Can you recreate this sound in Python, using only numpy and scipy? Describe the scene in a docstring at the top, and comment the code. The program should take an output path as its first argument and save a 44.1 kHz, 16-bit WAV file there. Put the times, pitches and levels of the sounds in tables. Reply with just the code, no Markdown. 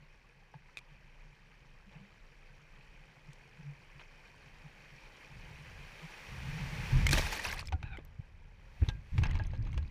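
"""A river weir roars and hisses, louder as a kayak glides up to it and drops into the white water.
Heard from a small camera in a waterproof case on the deck: merged bubbles make the roar, ripples drum on
the hollow hull, then a wave breaks over the bow and buries the case in foam noise and bubble swarms.
With the case wet the river is muffled by a film that drains; waves thump the hull as soft low notes
and deck gear knocks against the camera mount, ringing its modes."""
import sys
import numpy as np
from scipy import signal
from scipy.fft import rfft, irfft
from scipy.io import wavfile
from scipy.ndimage import uniform_filter1d, map_coordinates

SR = 44100
rng = np.random.default_rng(int(sys.argv[2]) if len(sys.argv) > 2 else 0)


def digitize_waveform(pressure):
    """Quantize a signal to 16-bit integers and store it at the path in sys.argv[1].

    Rows of a 2-D input are taken as channels; values are limited to [-1, 1].
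    """
    field = np.atleast_2d(pressure).T
    bounded = np.clip(field, -1, 1)
    quanta = np.round(bounded * 32767).astype(np.int16)
    wavfile.write(sys.argv[1], SR, quanta)


N = 436590
TIME = np.arange(N) / SR
TOP_HZ = 15200  # upper edge of the camera's sound

# fine spray spectrum: pitch_hz, level_db (per Hz, relative)
HISS = [(3500, 7.5), (6500, 2), (8000, -4), (10000, -3.5), (12000, -8), (15000, -7)]
# broken water spectrum: pitch_hz, level_db (per Hz, relative)
SPLASH = [(330, -17.5), (500, 0), (900, 6), (1400, 5.5), (2100, 11.5), (3000, 4.5), (4500, -10),
          (7000, -25.5)]
# modes of mount and case: pitch_hz, level_db, undamped t60_s
MOUNT = [(529, -10, 0.15), (884, -4, 0.53), (1060, 2.5, 0.023), (1661, -1.5, 0.28), (2194, 1, 0.044),
         (2690, -1, 0.086), (3220, -5.5, 0.079), (3910, -4.5, 0.05), (6320, -2.5, 0.045)]

# bow under, bow up again
DIVE_S, SURFACE_S = 7.0, 7.7
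SURGE_RISE_S = 0.01
# onset and fade of the chattering gear and the falling drips
CLATTER_S, CLATTER_DECAY_S = 9.26, 0.3


def undb(db):
    """Decibels to gain."""
    return 10 ** (np.asarray(db) / 20)


def unit(x):
    """Scale to rms 1."""
    return x / np.sqrt(np.mean(x ** 2))


def curves(table):
    """Columns of a table, joined by straight lines in time."""
    s, *columns = np.transpose(table)
    return [np.interp(TIME, s, c) for c in columns]


def add(out, s, x):
    """Mix a short sound in at time s."""
    i = int(np.clip(s * SR, 0, N - 1))
    out[i:i + len(x)] += x[:N - i]


def walk(rate_hz):
    """Smooth random curve with spread near 1."""
    k = int(SR / rate_hz)
    steps = np.repeat(rng.standard_normal(N // k + 1), k)
    return 1.3 * uniform_filter1d(steps, k)[:N]


def swell(s, rise, hold, decay):
    """Envelope that rises to 1 at time s, holds and dies away."""
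    return np.clip(1 + (TIME - s) / rise, 0, 1) * np.exp(-np.maximum(TIME - s - hold, 0) / decay)


def together(levels):
    """Joint level of unrelated sounds."""
    return np.sqrt(sum(level ** 2 for level in levels))


def colour(x, points):
    """Filter x by (Hz, dB) points, 24 dB per octave down beyond the ends; rms 1."""
    hz, db = np.transpose(points)
    octave = np.log2(np.maximum(np.fft.rfftfreq(N, 1 / SR), 1))
    beyond = np.abs(octave - np.clip(octave, np.log2(hz[0]), np.log2(hz[-1])))
    gain_db = np.interp(octave, np.log2(hz), db) - 24 * beyond
    return unit(irfft(rfft(x) * undb(gain_db), N))


def band(x, lo_hz, hi_hz):
    """Gentle band-pass."""
    edges_hz = [lo_hz, min(hi_hz, .45 * SR)]
    return signal.sosfilt(signal.butter(2, edges_hz, "band", fs=SR, output="sos"), x)


def bubble(hz, cycles, glide=0.23):
    """Ringing air pocket that rises in pitch as it dies away."""
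    age = np.linspace(0, 1, int(cycles * SR / hz) + 2)
    return np.sin(2 * np.pi * cycles * age * (1 + glide * age / 2)) * np.exp(-np.log(300) * age)


def bubbles(start, end, count, lo_hz, hi_hz, cycles, spread_db):
    """Swarm of random bubbles, low ones weaker; spread makes a few stand out (or drop, if negative)."""
    out = np.zeros(N)
    for when, pitch, life, luck in rng.random((count, 4)):
        hz = lo_hz * (hi_hz / lo_hz) ** pitch
        size = undb(-spread_db * np.log(1 - .99 * luck))
        add(out, start + when * (end - start), size * hz / hi_hz * bubble(hz, cycles * (.5 + life)))
    return unit(out) * np.sqrt((end - start) / TIME[-1])  # rms 1 while it lasts


def weir():
    """Countless distant bubbles merge into a slightly fluttering roar; hiss grows as the foam nears."""
    # roar spectrum: pitch_hz, level_db (per Hz, relative)
    roar_spectrum = [(200, 1.5), (260, -6), (350, -2.5), (520, -1.5), (700, -8), (870, -4), (1300, -6),
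                     (1650, -2.5), (2450, -1), (2800, -9.5), (3100, -7), (3450, -23), (5000, -23)]
    # steady drift past the foot of the weir
    drift_m_s, foot_s, nearest_m = 2.5, 7.283, 0.57
    # level at the nearest point, loss per doubling of distance
    roar_near_db, roar_fall_db = -45, 4.5
    hiss_near_db, hiss_fall_db = -58, 5
    distance_m = np.hypot(drift_m_s * (TIME - foot_s), nearest_m)
    doublings = np.log2(distance_m / nearest_m)
    roar_db = roar_near_db - roar_fall_db * doublings
    hiss_db = hiss_near_db - hiss_fall_db * doublings
    swarm = bubbles(0, TIME[-1], count=7000, lo_hz=409.4, hi_hz=9560, cycles=22.5, spread_db=-1.5)
    froth = rng.standard_normal(N) + .5 * swarm
    flutter_db = .6 * walk(22)
    roar = colour(froth, roar_spectrum) * undb(roar_db)
    hiss = colour(froth, HISS) * undb(hiss_db)
    return (roar + hiss) * undb(flutter_db)


def film(x):
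    """Water on the case muffles the river, treble most; it builds up under the wave and drains slowly."""
    soak_s, film_db, drain_db_per_s = 0.22, 19, 5.5
    edge_hz, low_share = 1200, 0.67  # lows take only this share of the loss
    soaked = np.clip(1 + (TIME - SURFACE_S) / soak_s, 0, 1)
    drained_db = drain_db_per_s * np.maximum(TIME - SURFACE_S, 0)
    loss_db = soaked * np.maximum(film_db - drained_db, 0)
    low = signal.sosfiltfilt(signal.butter(2, edge_hz, fs=SR, output="sos"), x)
    return low * undb(-low_share * loss_db) + (x - low) * undb(-loss_db)


def case(x):
    """Walls of the case resonate in a few narrow bands."""
    # resonances: pitch_hz, width_hz, boost_db
    resonances = [(853, 190, 2.5), (1360, 260, -2), (1615, 140, 1.5), (2514, 200, 3.5), (4450, 300, 2.5),
                  (5630, 120, 6.5)]
    out = x
    for hz, width_hz, boost_db in resonances:
        out = out + (undb(boost_db) - 1) * signal.lfilter(*signal.iirpeak(hz, hz / width_hz, fs=SR), x)
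    return out


def breaking_wave():
    """Uneven sheets of foam: gurgling bubbles below, fizz above that thins into lone crackles."""
    # surges over the deck: crest_s, level_db, decay_s, fine spray relative_db
    surges = [(7.136, -32, 0.02, -10.5), (7.12, -37.5, 0.19, -3.5), (7.445, -42.5, 0.11, -9.5)]
    water = together(undb(db) * swell(s, SURGE_RISE_S, 0, decay_s) for s, db, decay_s, _ in surges)
    spray = together(undb(db + spray_db) * swell(s, SURGE_RISE_S, 0, decay_s)
                     for s, db, decay_s, spray_db in surges)
    lasts = np.sqrt((SURFACE_S - DIVE_S) / TIME[-1])  # restores rms 1 within the dive
    thinned = np.clip((TIME - DIVE_S) / (SURFACE_S - DIVE_S), 0, 1)
    large = bubbles(DIVE_S, SURFACE_S, count=420, lo_hz=404, hi_hz=5650, cycles=26, spread_db=3.0)
    small = bubbles(DIVE_S, SURFACE_S, count=420, lo_hz=3510, hi_hz=14300, cycles=24, spread_db=3.0)
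    gurgle = lasts * colour(large, SPLASH)
    crackle = lasts * colour(small, HISS)
    foam = colour(rng.standard_normal(N), SPLASH)
    fizz = colour(rng.standard_normal(N), HISS)
    lumps_db = 2.6 * walk(55)
    body = water * (gurgle + undb(-7.5) * foam)
    top = spray * (undb(5.5) * thinned * crackle + undb(4) * (1 - thinned) * fizz)
    fade = np.clip((SURFACE_S - TIME) / 0.044, 0, 1)
    return (body + top) * fade * undb(lumps_db)


def crests():
    """Seething of a foaming crest grows as it nears and dies once the bow has met it."""
    # crests: meeting_s, level_db, growth_db_per_s
    crest_table = [(7.02, -47.5, 12), (8.87, -61.5, 56), (9.2, -59.5, 82)]
    decay_s, spray_db = .06, -9
    near = together(undb(db - growth * np.maximum(s - TIME, 0))
                    * np.exp(-np.maximum(TIME - s, 0) / decay_s) for s, db, growth in crest_table)
    foam = colour(rng.standard_normal(N), SPLASH)
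    spray = colour(rng.standard_normal(N), HISS)
    return (foam + undb(spray_db) * spray) * near


def thumps():
    """Soft push of water swells and fades as a low hull note; the lowest carry a dull gurgle."""
    # slaps on the hull: crest_s, peak_db, pitch_hz, half_length_s (to half amplitude)
    slaps = [(.56, -43.5, 143, 0.0093), (1.882, -54.5, 197, 0.014), (1.968, -46, 157, 0.01),
             (2.027, -55, 198, 0.034), (3.297, -44, 144, 0.012), (3.603, -46.5, 162, 0.013),
             (3.687, -40, 143, 0.034), (4.66, -46, 151, 0.015), (5.513, -39.5, 128, 0.0042),
             (6.047, -42, 159, .015), (6.96, -24.5, 125.7, 0.019), (7.142, -20, 78.6, 0.0068),
             (7.744, -25, 77.4, 0.014), (7.843, -30, 99, 0.0043), (8.198, -31.5, 111, 0.0047),
             (8.828, -14.5, 78, 0.0069), (8.887, -22.5, 89, 0.0047), (8.955, -31.5, 95, 0.005),
             (9.189, -16, 98.3, 0.008), (9.224, -23, 114, .004), (9.359, -25, 77.4, 0.01),
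             (9.412, -28.5, 92, 0.0099), (9.605, -30.5, 108, 0.018), (9.778, -28, 66.6, 0.015)]
    out = np.zeros(N)
    for s, db, hz, half_s in slaps:
        t = np.arange(-4 * half_s, 4 * half_s, 1 / SR)
        gurgle = unit(band(rng.standard_normal(len(t)), 190, 320))
        note = np.sin(2 * np.pi * hz * t) + undb(-24.5) * (hz < 125) * gurgle
        add(out, s + t[0], undb(db) * note * .5 ** ((t / half_s) ** 2))
    return out


def knocks():
    """A knock rings the mount, with a short rough crack of tiny slips on top; harder ones favour treble."""
    # wet gear on the mount: start_s, level_db (loudest 10 ms), hardness_db_per_octave,
    # spot_hz (note of the struck spot), ring_share (0-1, left by the contact)
    contacts = [(0.539, -50.5, -8, 900, .27), (7.723, -38.5, -3, 770, 0.36), (7.828, -44, -2, 2450, 0.3),
                (8.887, -38, 0, 3760, 0.72), (9.18, -38.5, -1, 2250, .08), (9.235, -34.5, -0.5, 2640, .98),
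                (9.256, -40, -4.5, 2200, 0.06), (9.353, -44, -2, 1000, 0.16),
                (9.397, -40.5, -10, 1640, 0.4), (9.534, -47.5, -6, 510, 0.77), (9.776, -44, 0, 514, 0.4)]
    # water on the case: time_s, share of the pitch lost (held flat outside)
    wet = [(7.0, 0.013), (7.7, 0.15), (8.9, .032), (9.2, 0.014)]
    contact_s, spot_db, spot_octaves = 0.0067, 8, 0.23
    low_t60_s = 0.1  # longest ring of the low modes
    out, t = np.zeros(N), np.arange(SR // 3) / SR
    octave = np.log2(np.maximum(np.fft.rfftfreq(len(t), 1 / SR), 1))
    for s, db, hardness_db, spot_hz, ring_share in contacts:
        sag = np.interp(s, *np.transpose(wet))
        bent_s = np.cumsum(1 - sag * (1 - np.exp(-t / contact_s))) / SR  # slowed time drags pitch down
        ring = 0
        phases = 2 * np.pi * rng.random(len(MOUNT))
        for (hz, mode_db, t60_s), phase in zip(MOUNT, phases):
            life_s = t60_s * ring_share
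            if hz < 1000:
                life_s = min(life_s, low_t60_s)
            ring = ring + undb(mode_db - 60 * t / life_s) * np.sin(2 * np.pi * hz * bent_s + phase)
        slips = case(band(rng.standard_normal(len(t)) ** 3, 530, 3130)) * np.exp(-t / contact_s)
        hit = ring * np.minimum(t / 0.0011, 1) + undb(2.0) * slips
        tone_db = hardness_db * np.clip(octave, np.log2(850), np.log2(7000))
        tone_db = tone_db + spot_db * np.exp(-((octave - np.log2(spot_hz)) / spot_octaves) ** 2)
        hit = irfft(rfft(hit) * undb(tone_db), len(t)) * (1 - t / t[-1])
        loudest = np.sqrt(uniform_filter1d(hit ** 2, SR // 100).max())
        add(out, s, undb(db) * hit / loudest)
    return out


def clatter():
    """Loose gear chatters on the mount in uneven little ticks, damping its modes as it touches."""
    level_db, ring_share = -58, 0.3
    ticks = rng.standard_normal(N) ** 5 * undb(5 * walk(90))
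    ring = 0
    for hz, db, t60_s in MOUNT:
        q = np.pi * hz * t60_s * ring_share / np.log(1000)
        ring = ring + undb(db) * signal.lfilter(*signal.iirpeak(hz, q, fs=SR), ticks)
    return unit(band(ring, 650, 4000)) * undb(level_db) * swell(CLATTER_S, SURGE_RISE_S, 0, CLATTER_DECAY_S)


def rope():
    """Wet rope sticks and slips over the deck: a rasp through resonances that waver as water runs off."""
    # drag curve: time_s, level_db
    drag = [(7.83, -63), (7.865, -50.5), (7.895, -58), (7.95, -50.5), (8.0, -68)]
    # rubbed resonances: pitch_hz, width_hz, level_db
    rubbed = [(830, 180, -4.5), (1516, 190, 1.5), (2420, 230, 0), (3720, 280, -12.5)]
    slips, rasp = rng.standard_normal(N) ** 3, 0
    for hz, width_hz, db in rubbed:
        peak = signal.iirpeak(hz, hz / width_hz, fs=SR)
        rasp = rasp + undb(db) * signal.lfilter(*peak, signal.lfilter(*peak, slips))
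    wavering = np.cumsum(1 + .025 * walk(40))  # uneven reading speed
    rasp = map_coordinates(rasp, [wavering], mode="mirror")
    return unit(rasp) * undb(curves(drag)[0]) * (TIME > drag[0][0]) * (TIME < drag[-1][0])


def gulps():
    """Single large bubbles pinch off against the submerged case."""
    # bubbles under the wave: start_s, peak_db, pitch_hz
    pinches = [(7.134, -25, 327), (7.184, -33, 890), (7.195, -27.5, 600), (7.222, -28, 1730),
               (7.486, -36, 804), (7.628, -36, 1080)]
    out = np.zeros(N)
    for s, db, hz in pinches:
        add(out, s, undb(db) * bubble(hz, cycles=8.1))
    return out


def drops():
    """A drop ticks on the case and traps two briefly ringing bubbles, one large and one small."""
    # drops: start_s, bubble_db, bubble_hz, tick relative_db (before halving and band-pass)
    hits = [(.7715, -32.5, 2490, -4.5), (.781, -41, 2450, -2), (.788, -43, 2340, 1), (3.332, -61, 5600, 14),
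            (7.067, -19, 2130, 3), (7.091, -23, 2390, 2), (7.11, -25.5, 2310, 7), (7.1302, -20, 4300, 9.5),
            (7.3954, -30.5, 1890, -4), (7.515, -37.5, 5370, -13), (7.673, -36, 5200, -18),
            (7.685, -40.5, 2350, -12), (7.9722, -40.5, 2080, -8), (8.05, -49, 12900, -2),
            (9.3113, -39.5, 2040, -1), (9.469, -48.5, 6200, -14), (9.73, -46, 2180, -4)]
    out, t = np.zeros(N), np.arange(SR // 30) / SR
    for s, db, hz, tick_db in hits:
        tick = band(rng.standard_normal(len(t)), 1000, 7700) * np.exp(-t / 0.003)
        add(out, s, undb(db + tick_db) / 2 * tick)
        add(out, s, undb(db) * bubble(hz, cycles=48, glide=0.05))
        add(out, s, undb(db - 6.0) * bubble(1.405 * hz, cycles=39) * (1.45 * hz < TOP_HZ))
    return out


def drips():
    """Water thrown up by the last wave spatters back onto the case and dwindles."""
    spatter = bubbles(CLATTER_S, TIME[-1], count=70, lo_hz=1300, hi_hz=6080, cycles=23, spread_db=4.5)
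    return spatter * undb(-58.0) * swell(CLATTER_S, SURGE_RISE_S, 0, CLATTER_DECAY_S)


def glugs():
    """Big pockets of air that wobble briefly in the surging water."""
    return bubbles(0, TIME[-1], count=4000, lo_hz=228, hi_hz=624, cycles=6.6, spread_db=-1.5)


def sloshes():
    """Wavelets break on the side in quickly fading patters of bubbles; stray ones plop in between."""
    # bursts: crest_s, level_db, decay_s, air pockets relative_db
    burst_table = [(1.92, -60.5, 0.087, -11), (3.998, -54.5, 0.024, -22), (7.092, -45, 0.0088, 3),
                   (7.133, -38.5, 0.0087, 0), (7.153, -36, .024, -16), (7.181, -39.5, 0.0099, 6),
                   (7.223, -44.5, 0.013, -0.5), (7.328, -39, 0.021, -19), (7.461, -40, 0.012, -10),
                   (7.989, -53, 0.0067, 8), (8.82, -52, 0.048, -3.5), (9.222, -50, 0.14, -3),
                   (9.63, -62, 0.12, 0)]
    # patter spectrum: pitch_hz, level_db (per Hz, relative)
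    patter_spectrum = [(280, -10), (900, -0.5), (2300, -1), (4500, -14.5)]
    swarm = bubbles(0, TIME[-1], count=9000, lo_hz=406, hi_hz=4280, cycles=14.0, spread_db=2.0)
    patter = colour(swarm, patter_spectrum)
    bursts = [(undb(db) * swell(s, 0.008, 0, decay_s), glug_db) for s, db, decay_s, glug_db in burst_table]
    wash = together(burst for burst, _ in bursts)
    pockets = together(burst * undb(glug_db) for burst, glug_db in bursts)
    plops = bubbles(0, TIME[-1], count=90, lo_hz=440.0, hi_hz=1794, cycles=46, spread_db=2.0)
    return patter * wash + glugs() * pockets + undb(-80.5) * plops


def hull():
    """Ripples keep the hollow hull drumming; waves, eddies and air shake the deck."""
    # spectra: pitch_hz, level_db (per Hz, relative)
    drum_spectrum = [(70, -14), (110, -2.5), (145, 8), (170, -2), (215, -13.5), (330, -27)]
    buffet_spectrum = [(18, -6), (36, 2.5), (50, -5.5), (75, -2.5), (110, -10), (200, -24), (350, -37)]
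    air_spectrum = [(28, 3.5), (45, -11.5), (300, -35)]
    # waves ridden through: start_s, length_s, drum_db, buffet_db
    waves = [(5.325, 0.52, -57.5, -54), (6.308, 0.18, -46.5, -46.5), (6.497, 0.45, -42, -43.5),
             (6.946, 0.052, -30, -27.5), (7.04, 0.15, -43, -29), (7.46, 0.51, -61, -46),
             (8.825, 0.12, -51, -41.5), (9.156, 0.15, -45.5, -31.5), (9.357, 0.49, -57, -36.5)]
    rise_s, decay_s = 0.043, 0.063
    ripple_db, air_db, eddy_db = -67, -60, -56
    rides = [(swell(s, rise_s, length_s, decay_s), drum_db, buffet_db)
             for s, length_s, drum_db, buffet_db in waves]
    drumming = together([undb(ripple_db)] + [ride * undb(db) for ride, db, _ in rides])
    eddies = undb(eddy_db) * (TIME > DIVE_S)
    shaking = together([eddies] + [ride * undb(db) for ride, _, db in rides])
    drum = colour(rng.standard_normal(N), drum_spectrum) * drumming * undb(2.7 * walk(22))
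    buffet = colour(rng.standard_normal(N), buffet_spectrum) * shaking
    air = colour(rng.standard_normal(N), air_spectrum) * undb(air_db + 2.1 * walk(7.7))
    return drum + buffet + air


def scene():
    """River and wave sounds pass through the case; the rest reaches the camera directly."""
    through_case = case(film(weir()) + crests() + breaking_wave() + sloshes())
    on_case = gulps() + drops() + drips()
    through_deck = clatter() + hull() + thumps() + knocks() + rope()
    return (through_case + on_case + through_deck)[None]


def record(dry):
    """The camera rounds off the loudest peaks and cuts the top."""
    ceiling = undb(-17.5)
    held = dry / (1 + (dry / ceiling) ** 6) ** (1 / 6)
    return signal.sosfilt(signal.ellip(8, .2, 70, TOP_HZ, fs=SR, output="sos"), held)


dry = scene()
out = record(dry)
digitize_waveform(out)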